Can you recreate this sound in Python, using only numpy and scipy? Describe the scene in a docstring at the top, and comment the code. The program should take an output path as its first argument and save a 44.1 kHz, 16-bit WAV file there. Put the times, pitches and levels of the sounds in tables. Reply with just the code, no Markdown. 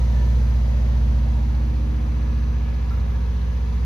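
"""Diesel generator in a boat cabin

Inside a steel hull, two microphones turn with a handheld camera as it pans round from left to right.
A four-cylinder diesel drones: even firings and one stronger cylinder make a sum of engine orders.
Behind it lie low hull noise, a roar of partly repeating machinery noise and three cabin resonances.
Thin wavering tones lie on top: engine and gear tones below 2 kHz, electronic whines above.
A small pump ticks to the left as noise puffs in ringing metal, and once a soft bump shudders through
as two decaying low tones with two rough rubs."""
import sys
import numpy as np
from scipy import signal
from scipy.fft import rfft, irfft
from scipy.io import wavfile
from scipy.ndimage import uniform_filter1d

SR = 44100
rng = np.random.default_rng(int(sys.argv[2]) if len(sys.argv) > 2 else 0)


def to_wav(s):
    """Save 16-bit WAV."""
    ch = np.atleast_2d(s).T  # columns
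    pcm = np.round(np.clip(ch, -1, 1) * 32767)  # PCM
    wavfile.write(sys.argv[1], SR, pcm.astype(np.int16))


N = 169785
CYCLE_HZ = 15.0252  # four-stroke cycles a second


def gain_of(db):
    """Turns dB into an amplitude gain."""
    return 10 ** (np.asarray(db) / 20)


def evened(x):
    """Scales to rms 1."""
    return x / np.sqrt(np.mean(x ** 2) + 1e-20)


def read(points, hz):
    """Reads a table over frequency, straight between points on a log-frequency axis."""
    f, value = np.transpose(list(points))
    return np.interp(np.log(hz + 1), np.log(f + 1), value)


def drift(per_s):
    """Slow random wandering of rms 1: twelve sines up to per_s Hz, the slower ones stronger."""
    t = np.arange(0, N + 441, 441) / SR
    slow = 0
    for f in np.geomspace(.1, 1, num=12):
        slow = slow + np.sin(2 * np.pi * (f * per_s * t + rng.random())) / np.sqrt(f)
    return np.interp(np.arange(N) / SR, t, evened(slow))


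def ring(x, hz, width_hz):
    """A two-pole resonance of gain 1 at its peak."""
    return signal.lfilter(*signal.iirpeak(hz, hz / width_hz, SR), x)


# Low hull noise: f/Hz, level/dB per Hz
RUMBLE = [(20, -79), (35, -80), (55, -60), (85, -63), (120, -64), (200, -66.5), (260, -71.5), (330, -77),
          (420, -106), (600, -150)]


def rumble():
    """Low noise of the hull: shaped random noise, the same in both microphones."""
    hz = np.fft.rfftfreq(N, 1 / SR)
    shape = gain_of(read(RUMBLE, hz)) * np.sqrt(SR / 2)
    return irfft(rfft(rng.standard_normal(N)) * shape, N)


# Clatter repeating with the engine cycle: f/Hz, share that repeats (0-1, before the gain below),
# likeness of one cycle to the next (0-1)
REPEAT = [(350, .15, .9), (600, .4, .88), (850, .5, .83), (1200, .4, .75), (1700, .45, .65),
          (2400, .22, .6), (3300, .07, .6), (5000, 0., .6)]


def clatter(count, gain=1):
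    """Noise of valves and pistons: part of it comes round again each cycle and changes slowly."""
    hz = np.fft.rfftfreq(N, 1 / SR)
    f, share, alike = np.transpose(REPEAT)
    share = np.clip(gain * read(zip(f, share), hz), 0, .95)
    alike = read(zip(f, alike), hz)
    # repeating gathers the noise's power at multiples of the cycle rate
    comb = (1 - alike ** 2) / (1 - 2 * alike * np.cos(2 * np.pi * hz / CYCLE_HZ) + alike ** 2)
    power = 1 - share + share * comb
    return irfft(rfft(rng.standard_normal((count, N))) * np.sqrt(power), N)


# Roar common to both microphones, early and late in the pan: f/Hz, level/dB re COMMON_REF_DB
COMMON_EARLY = [(180, -31), (300, 1), (428, -9.5), (495, -3), (536, -11), (600, 1), (651, -18), (717, 0),
                (765, -15.5), (816, -7), (959, -9.5), (1040, -12), (1440, -15.5), (1530, -17.5),
                (1800, -16.5), (2050, -18), (3720, -24), (4030, -23), (5570, -28.5), (6030, -28),
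                (7560, -37), (8600, -77), (9330, -38), (12100, -37), (14200, -46.5)]
COMMON_LATE = [(180, -28), (300, 0), (330, -9.5), (370, -25.5), (388, -8), (408, -6.5), (471, -8.5),
               (563, -5.5), (591, -18.5), (729, -9.5), (856, -15), (974, -11), (1390, -17.5), (1660, -17.5),
               (1860, -19), (2570, -19.5), (3110, -24), (3600, -23.5), (5660, -31.5), (6130, -29.5),
               (7560, -41), (8470, -79), (9330, -40), (11900, -39), (14200, -48.5)]
# Roar opposite in the two microphones, early and late: f/Hz, level/dB re WIDE_REF_DB
WIDE_EARLY = [(88, -33), (150, -10), (228, -10), (256, -23), (298, -41), (389, -27), (498, -1.5), (650, -8),
              (816, -8), (1360, -15.5), (1590, -15.5), (1850, -16.5), (2040, -18), (5170, -30.5),
              (6020, -31.5), (9880, -35.5), (10900, -47), (11500, -80), (14200, -40.5)]
WIDE_LATE = [(88, -34), (150, 1), (188, 9.5), (207, -16), (232, 4), (266, -14), (303, -4), (327, -23),
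             (404, -23), (470, -11.5), (662, -12), (915, -9), (1190, -16.5), (1450, -17), (5080, -31),
             (6020, -33), (10500, -38), (11500, -71.5), (14200, -43)]
# Stronger at the left microphone: f/Hz, lean to the left (-1..1)
LEAN = [(300, -0.092), (670, -0.27), (1230, -0.22), (2250, 0.33), (4110, 0.65), (7000, 0.38), (9000, 0.)]
# Earlier at the left microphone: f/Hz, how far left leads right (-1..1)
AHEAD = [(200, .3), (500, .6), (1200, .5), (2500, .4), (4300, .4), (5300, 0.), (6200, -.5), (7300, -.5),
         (9000, 0.)]
# Roar over time: t/s, mids level/dB, treble level/dB
ROAR_LEVELS = [(0, 0.5, 2., ), (.3, -0.5, 2.5), (.7, 0, 0.5), (1.2, -0.5, 0.5), (1.7, 0, 0),
               (2.2, 0.5, 0.5), (2.7, 1.5, 1), (3.199, 1, 1), (3.85, 0.5, 2)]
COMMON_REF_DB, WIDE_REF_DB = (-64.5, -65.5), (-64, -65.5)  # early, late
TURN_S = (0.88, 2.67)  # the colour changes between these moments
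PATCH_DB = .9  # rms unevenness over time and frequency
THROB_DB, THROB_ORDER = .45, 6  # swing up and down, swings per engine cycle


def roar():
    """Machinery noise: patchy spectra, common and differing parts, throbbing slightly with the crank."""
    z = signal.stft(clatter(count=2), nperseg=1024, noverlap=768)[2]
    first, second = z / np.sqrt(2 * np.mean(abs(z) ** 2))
    frames, hz = z.shape[2], np.fft.rfftfreq(1024, 1 / SR)
    t = np.arange(frames) * 256 / SR

    patches = rng.standard_normal((frames, 513)).T
    patches = uniform_filter1d(patches, size=6, axis=0)  # across frequency
    patches = evened(uniform_filter1d(patches, size=40, axis=1))  # across time

    times, mids_db, treble_db = np.transpose(ROAR_LEVELS)
    treble = np.clip(np.log2(hz / 1500 + 1e-9) / 2, 0, 1)  # mids hand over from 1.5 to 6 kHz
    level = np.outer(1 - treble, np.interp(t, times, mids_db))
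    level += np.outer(treble, np.interp(t, times, treble_db)) + PATCH_DB * patches

    late = np.clip((t - TURN_S[0]) / (TURN_S[1] - TURN_S[0]), 0, 1)

    def colour(start, end, ref_db):
        """Crossfades two spectra in dB as the camera turns."""
        return np.outer(read(start, hz) + ref_db[0], 1 - late) + np.outer(read(end, hz) + ref_db[1], late)

    common = first * gain_of(colour(COMMON_EARLY, COMMON_LATE, COMMON_REF_DB) + level)
    common = common * (hz > 320)[:, None]
    # the part of the wide noise tied to the common one sets the lean and lead between microphones
    tied = (read(LEAN, hz) + 1j * read(AHEAD, hz))[:, None]
    wide = tied * first + np.sqrt(1 - abs(tied) ** 2) * second
    wide = wide * gain_of(colour(WIDE_EARLY, WIDE_LATE, WIDE_REF_DB) + level)
    wide = wide * (hz > 140)[:, None]

    pair = np.array([common + wide, common - wide])
    noise = signal.istft(pair, nperseg=1024, noverlap=768)[1][:, :N] * np.sqrt(SR / 1024)
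    cycles = CYCLE_HZ * np.arange(N) / SR
    return noise * gain_of(THROB_DB * np.cos(2 * np.pi * THROB_ORDER * cycles - 1.1))


# Swell of three cabin resonances as the camera turns: t/s, low level/dB, middle level/dB, high level/dB
BANDS = [(0, -50, -72, -68), (.1, -51, -72, -60), (.25, -46, -74, -50), (.4, -63.5, -70, -70),
         (.7, -60, -73, -69), (.95, -53, -73, -70), (1.4, -53, -69, -76), (1.6, -62, -58.5, -74),
         (1.9, -67, -67.5, -75), (2.3, -60, -59, -76), (2.8, -71, -57, -76), (3.1, -58, -60.5, -75),
         (3.85, -62, -63, -74)]
# The resonances, low to high: f/Hz, width/Hz of each of two passes
BAND_RINGS = [(955, 75), (1695, 55), (1755, 45)]
BAND_REPEAT_GAIN = 1.6  # the resonances are fed mostly by repeating strokes


def cabin():
    """Machinery noise ringing in three narrow resonances of the cabin."""
    t = np.arange(N) / SR
    times, *levels_db = np.transpose(BANDS)
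    noise = clatter(count=3, gain=BAND_REPEAT_GAIN)
    near = noise[0] + .6 * noise[1:]  # shared part plus each microphone's own
    out = np.zeros((2, N))
    for (hz, width), db in zip(BAND_RINGS, levels_db):
        rung = ring(ring(near, hz, width), hz, width)
        out += gain_of(np.interp(t, times, db)) * evened(rung)
    return out


# Moments when the camera faces left, ahead, right (the engine uses them too): t/s
FACING_S = [0.31, 1.9, 3.26]
# Engine and gear tones below 2 kHz, electronic whines above: f/Hz
TONES_HZ = [500, 586.5, 902, 947, 1685, 1924, 3982, 4059, 4107, 4184, 4684, 4786, 5841, 5893, 5944, 5997,
            6050, 6099, 6153, 6256, 11683, 11892, 11994, 12204]
# One row per tone: rms level/dB facing left, ahead, right
TONES_DB = [(-58.5, -61.5, -61), (-58.5, -67, -70.5), (-65, -66, -60.5), (-58, -62, -64), (-72, -66, -65),
            (-68, -74, -74), (-74, -75.5, -79.5), (-72.5, -78, -80), (-70, -78, -72), (-75.5, -77.5, -73),
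            (-73.5, -77, -80), (-69.5, -75.5, -75.5), (-78, -82, -80), (-79, -84, -80),
            (-70.5, -71.5, -71.5), (-70, -71.5, -71.5), (-78.5, -81.5, -80), (-78, -77, -75.5),
            (-77.5, -83, -80), (-67.5, -75, -76), (-88, -87, -87), (-87.5, -89.5, -88), (-80, -80, -81.5),
            (-86, -87.5, -87)]
TONE_WAVER_DB = 2.  # rms of each microphone's own wavering; half as much is shared
TONE_WIDTH_HZ = 2.  # rms pitch wandering from 4 kHz up, in proportion to pitch below


def thin_tones():
    """Engine and gear tones below 2 kHz and electronic whines above: thin wavering tones,
    swelling apart at each microphone; the highest arrive alike at both."""
    t, out = np.arange(N) / SR, np.zeros((2, N))
    for hz, facing_db in zip(TONES_HZ, TONES_DB):
        wander_hz = TONE_WIDTH_HZ * min(hz / 4000, 1) * drift(2.977)
        turns = hz * t + np.cumsum(wander_hz) / SR
        left, right, phase = (hz < 9000) * np.array([drift(2.6), drift(2.2), drift(1.42)])
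        waver_db = TONE_WAVER_DB * (np.array([left, right]) + .5 * drift(1.7))
        level = gain_of(np.interp(t, FACING_S, facing_db) + waver_db)
        apart = 0.14 * np.outer([1, -1], phase)  # turns
        out += np.sqrt(2) * level * np.cos(2 * np.pi * (turns + apart))
    return out


# Ringing of the pump's metal housing: f/Hz, overall width/Hz, level/dB
TICK_RINGS = [(4184, 330, 0.5), (4400, 260, -4), (4750, 270, -2.5), (5370, 250, -7)]
TICK_HZ, TICK_START_S = 19.262, .039
TICK_DB, TICK_SPREAD_DB = -66, 1  # rms level before panning, rms unevenness
TICK_PAN_DB = 7.5  # left above right


def pump():
    """A regular tick of uneven strength: noise puffs ring a small metal housing to the left."""
    at = np.round(np.arange(TICK_START_S, N / SR - .01, 1 / TICK_HZ) * SR).astype(int)
    clicks = np.zeros(N)
    clicks[at] = gain_of(TICK_SPREAD_DB * rng.standard_normal(len(at)))
    decay = np.exp(-np.arange(800) / (0.015 * SR))
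    puff = signal.oaconvolve(clicks, decay)[:N] * rng.standard_normal((2, N))
    near = puff + .5 * puff[::-1]  # each microphone also hears half the other's puff
    rung = np.zeros((2, N))
    for hz, width, db in TICK_RINGS:
        tone = near
        for _ in range(3):  # three broad passes narrow to the listed width
            tone = ring(tone, hz, 2 * width)
        rung += gain_of(db) * tone
    return gain_of(TICK_DB) * evened(rung) * gain_of([[TICK_PAN_DB / 2], [-TICK_PAN_DB / 2]])


# Hull shudder: f/Hz, level/dB
BUMP_MODES = [(69, -39), (88, -24)]
# Rough rubs around its onset: t/s, length/s, level/dB
RUBS = [(2.905, .048, -46.5), (2.968, .018, -48)]
# Colour of the rubs: f/Hz, width/Hz of each of two passes, level/dB re the rub
RUB_RINGS = [(1350, 180, 0.), (1580, 250, -6.), (2100, 800, -8.), (11800, 2500, -20.)]
BUMP_S, BUMP_RISE_S, BUMP_T60_S = 2.92, 0.061, 0.52  # onset, swell, time to die by 60 dB
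RUB_EDGE_S = .004  # fade at either end of a rub
SLIPS_PER_S, SLIP_JITTER, SLIP_HISS = 168, .15, .04  # mean rate, share of the gap, hiss rms


def bump():
    """A soft low shudder of the hull swells and dies, with two short rubs of irregular slips at its onset."""
    t = np.arange(N) / SR
    since = np.maximum(t - BUMP_S, 0)
    fall = gain_of(-60 * np.maximum(since - BUMP_RISE_S, 0) / BUMP_T60_S)
    swell = np.minimum(since / BUMP_RISE_S, 1) * fall
    thud = swell * sum(gain_of(db) * np.sin(2 * np.pi * hz * since) for hz, db in BUMP_MODES)

    shape = np.zeros(N)
    for start, length, db in RUBS:
        to_edge = np.minimum(t - start, start + length - t)
        shape += gain_of(db) * np.clip(to_edge / RUB_EDGE_S, 0, 1)

    gaps = SR / SLIPS_PER_S * (1 + SLIP_JITTER * rng.uniform(-1, 1, N // 200))
    at = np.cumsum(gaps).astype(int)
    slips = np.zeros(N)
    slips[at[at < N]] = rng.uniform(0.59, 1, N // 200)[at < N]
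    near = slips + SLIP_HISS * rng.standard_normal((2, N))
    rub = np.zeros((2, N))
    for hz, width, db in RUB_RINGS:
        rub += gain_of(db) * evened(ring(ring(near, hz, width), hz, width))
    return thud + shape * rub


# Firing hum: t/s, level/dB
HUM = [(0, -18), (.35, -17), (.7, -18.5), (1.1, -17.5), (1.5, -19.5), (1.9, -20.5), (2.1, -21), (2.4, -20),
       (2.75, -22), (2.95, -21.5), (3.3, -21.5), (3.55, -22), (3.85, -21.5)]
# Engine orders with the camera facing left, ahead, right: multiple of the cycle, level/dB re the hum
ORDERS_LEFT = [(1, -55), (2, -55.5), (3, -28), (4, 0.5), (5, -14.5), (6, -23.5), (7, -18), (8, -14),
               (9, -18.5), (10, -34), (11, -29), (12, -27.5), (13, -25), (14, -26.5), (15, -22.5),
               (16, -37), (17, -34), (18, -68), (19, -36), (20, -40), (21, -54), (22, -39), (23, -39),
               (24, -62), (25, -38), (26, -46.5), (27, -55.5), (28, -47.5), (29, -56.5), (30, -37.5),
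               (31, -48), (32, -34), (33, -45.5), (34, -34)]
ORDERS_AHEAD = [(1, -56), (2, -39.5), (3, -33), (4, 0), (5, -11.5), (6, -21), (7, -17.5), (8, -17),
                (9, -17.5), (10, -18.5), (11, -23), (12, -33), (13, -36.5), (14, -27), (15, -16.5),
                (16, -26), (17, -37.5), (18, -63), (19, -37.5), (20, -21.5), (21, -62), (22, -41),
                (23, -41), (24, -68), (25, -58), (26, -34.5), (27, -33.5), (28, -36), (29, -49.5),
                (30, -49.5), (31, -54), (32, -41.5), (33, -38), (34, -43)]
ORDERS_RIGHT = [(1, -57), (2, -43), (3, -48), (4, 0.5), (5, -10), (6, -29), (7, -15.5), (8, -20), (9, -22),
                (10, -23), (11, -20), (12, -19.5), (13, -34), (14, -42), (15, -21.5), (16, -26.5),
                (17, -40.5), (18, -49), (19, -48), (20, -33.5), (21, -47), (22, -62), (23, -65),
                (24, -53.5), (25, -57), (26, -44.5), (27, -28), (28, -48), (29, -81.5), (30, -39),
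                (31, -49), (32, -35), (33, -39.5), (34, -35)]
# Balance of the microphones: f/Hz, left above right level/dB
HUM_PAN = [(60, -0.9), (120, -3), (220, -1.5), (400, 0)]
# Phase between the microphones, either one leading by chance: f/Hz, lead/turns
HUM_WIDTH = [(60, 0.0085), (120, 0.034), (250, 0.068), (500, 0.27)]
CYLINDERS = 4
CYCLE_START = .0141  # crank position at time zero, cycles
EVEN_LEAD, EVEN_LAG = .4, .1  # even firings through the hull: turns, cycles
ODD_LEAD, ODD_LAG, ODD_SPREAD = .45, .05, .0375  # strong cylinder's kick, higher orders later
AIR_ORDER = 10  # from this order up kick and firings arrive through the air
AIR_LEAD, AIR_EVEN_LEAD = .22, .67  # turns
PATH_ORDER = 9  # from this order up the sound arrives earlier as the camera turns
PATH_LEAD = [-.06, 0., .06]  # turns, facing left, ahead, right
WAVER_DB, WAVER_TURNS, WAVER_PER_S = .03, .002, 1.5  # rms per order away from the firing order; rate


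def engine():
    """Orders of the cycle: even firings plus one stronger cylinder, heard through the turning camera."""
    t, out = np.arange(N) / SR, np.zeros((2, N))
    crank = CYCLE_HZ * t + CYCLE_START
    hum_db = np.interp(t, *np.transpose(HUM))
    for (k, left), (_, ahead), (_, right) in zip(ORDERS_LEFT, ORDERS_AHEAD, ORDERS_RIGHT):
        hz = k * CYCLE_HZ
        through_air = k >= AIR_ORDER
        if k % CYLINDERS == 0:  # even firings
            lead = (AIR_EVEN_LEAD if through_air else EVEN_LEAD) - EVEN_LAG * k
        elif through_air:
            lead = AIR_LEAD
        else:
            past = k - CYLINDERS - 1
            lead = ODD_LEAD - ODD_LAG * past - ODD_SPREAD * past ** 2
        if k >= PATH_ORDER:
            lead = lead + np.interp(t, FACING_S, PATH_LEAD)

        loose = abs(k - CYLINDERS)  # wavering grows away from the firing order
        facing_db = np.interp(t, FACING_S, [left, ahead, right])
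        level = gain_of(hum_db + facing_db + WAVER_DB * loose * drift(WAVER_PER_S))
        turns = k * crank + lead + WAVER_TURNS * loose * drift(WAVER_PER_S)
        apart = read(HUM_WIDTH, hz) * rng.choice([-.5, .5])
        pan_db = read(HUM_PAN, hz) / 2
        wave = np.cos(2 * np.pi * (turns + [[apart], [-apart]]))
        out += np.sqrt(2) * level * gain_of([[pan_db], [-pan_db]]) * wave
    return out


def scene():
    """All sources summed at the two microphones, left and right."""
    return rumble() + roar() + cabin() + thin_tones() + pump() + bump() + engine()


def record(dry):
    """Band limit: a steep low-pass at 15.5 kHz."""
    lowpass = signal.firwin(511, 15500, window=("kaiser", 9), fs=SR)
    return signal.oaconvolve(dry, lowpass[None], "same")


dry = scene()
out = record(dry)
to_wav(out)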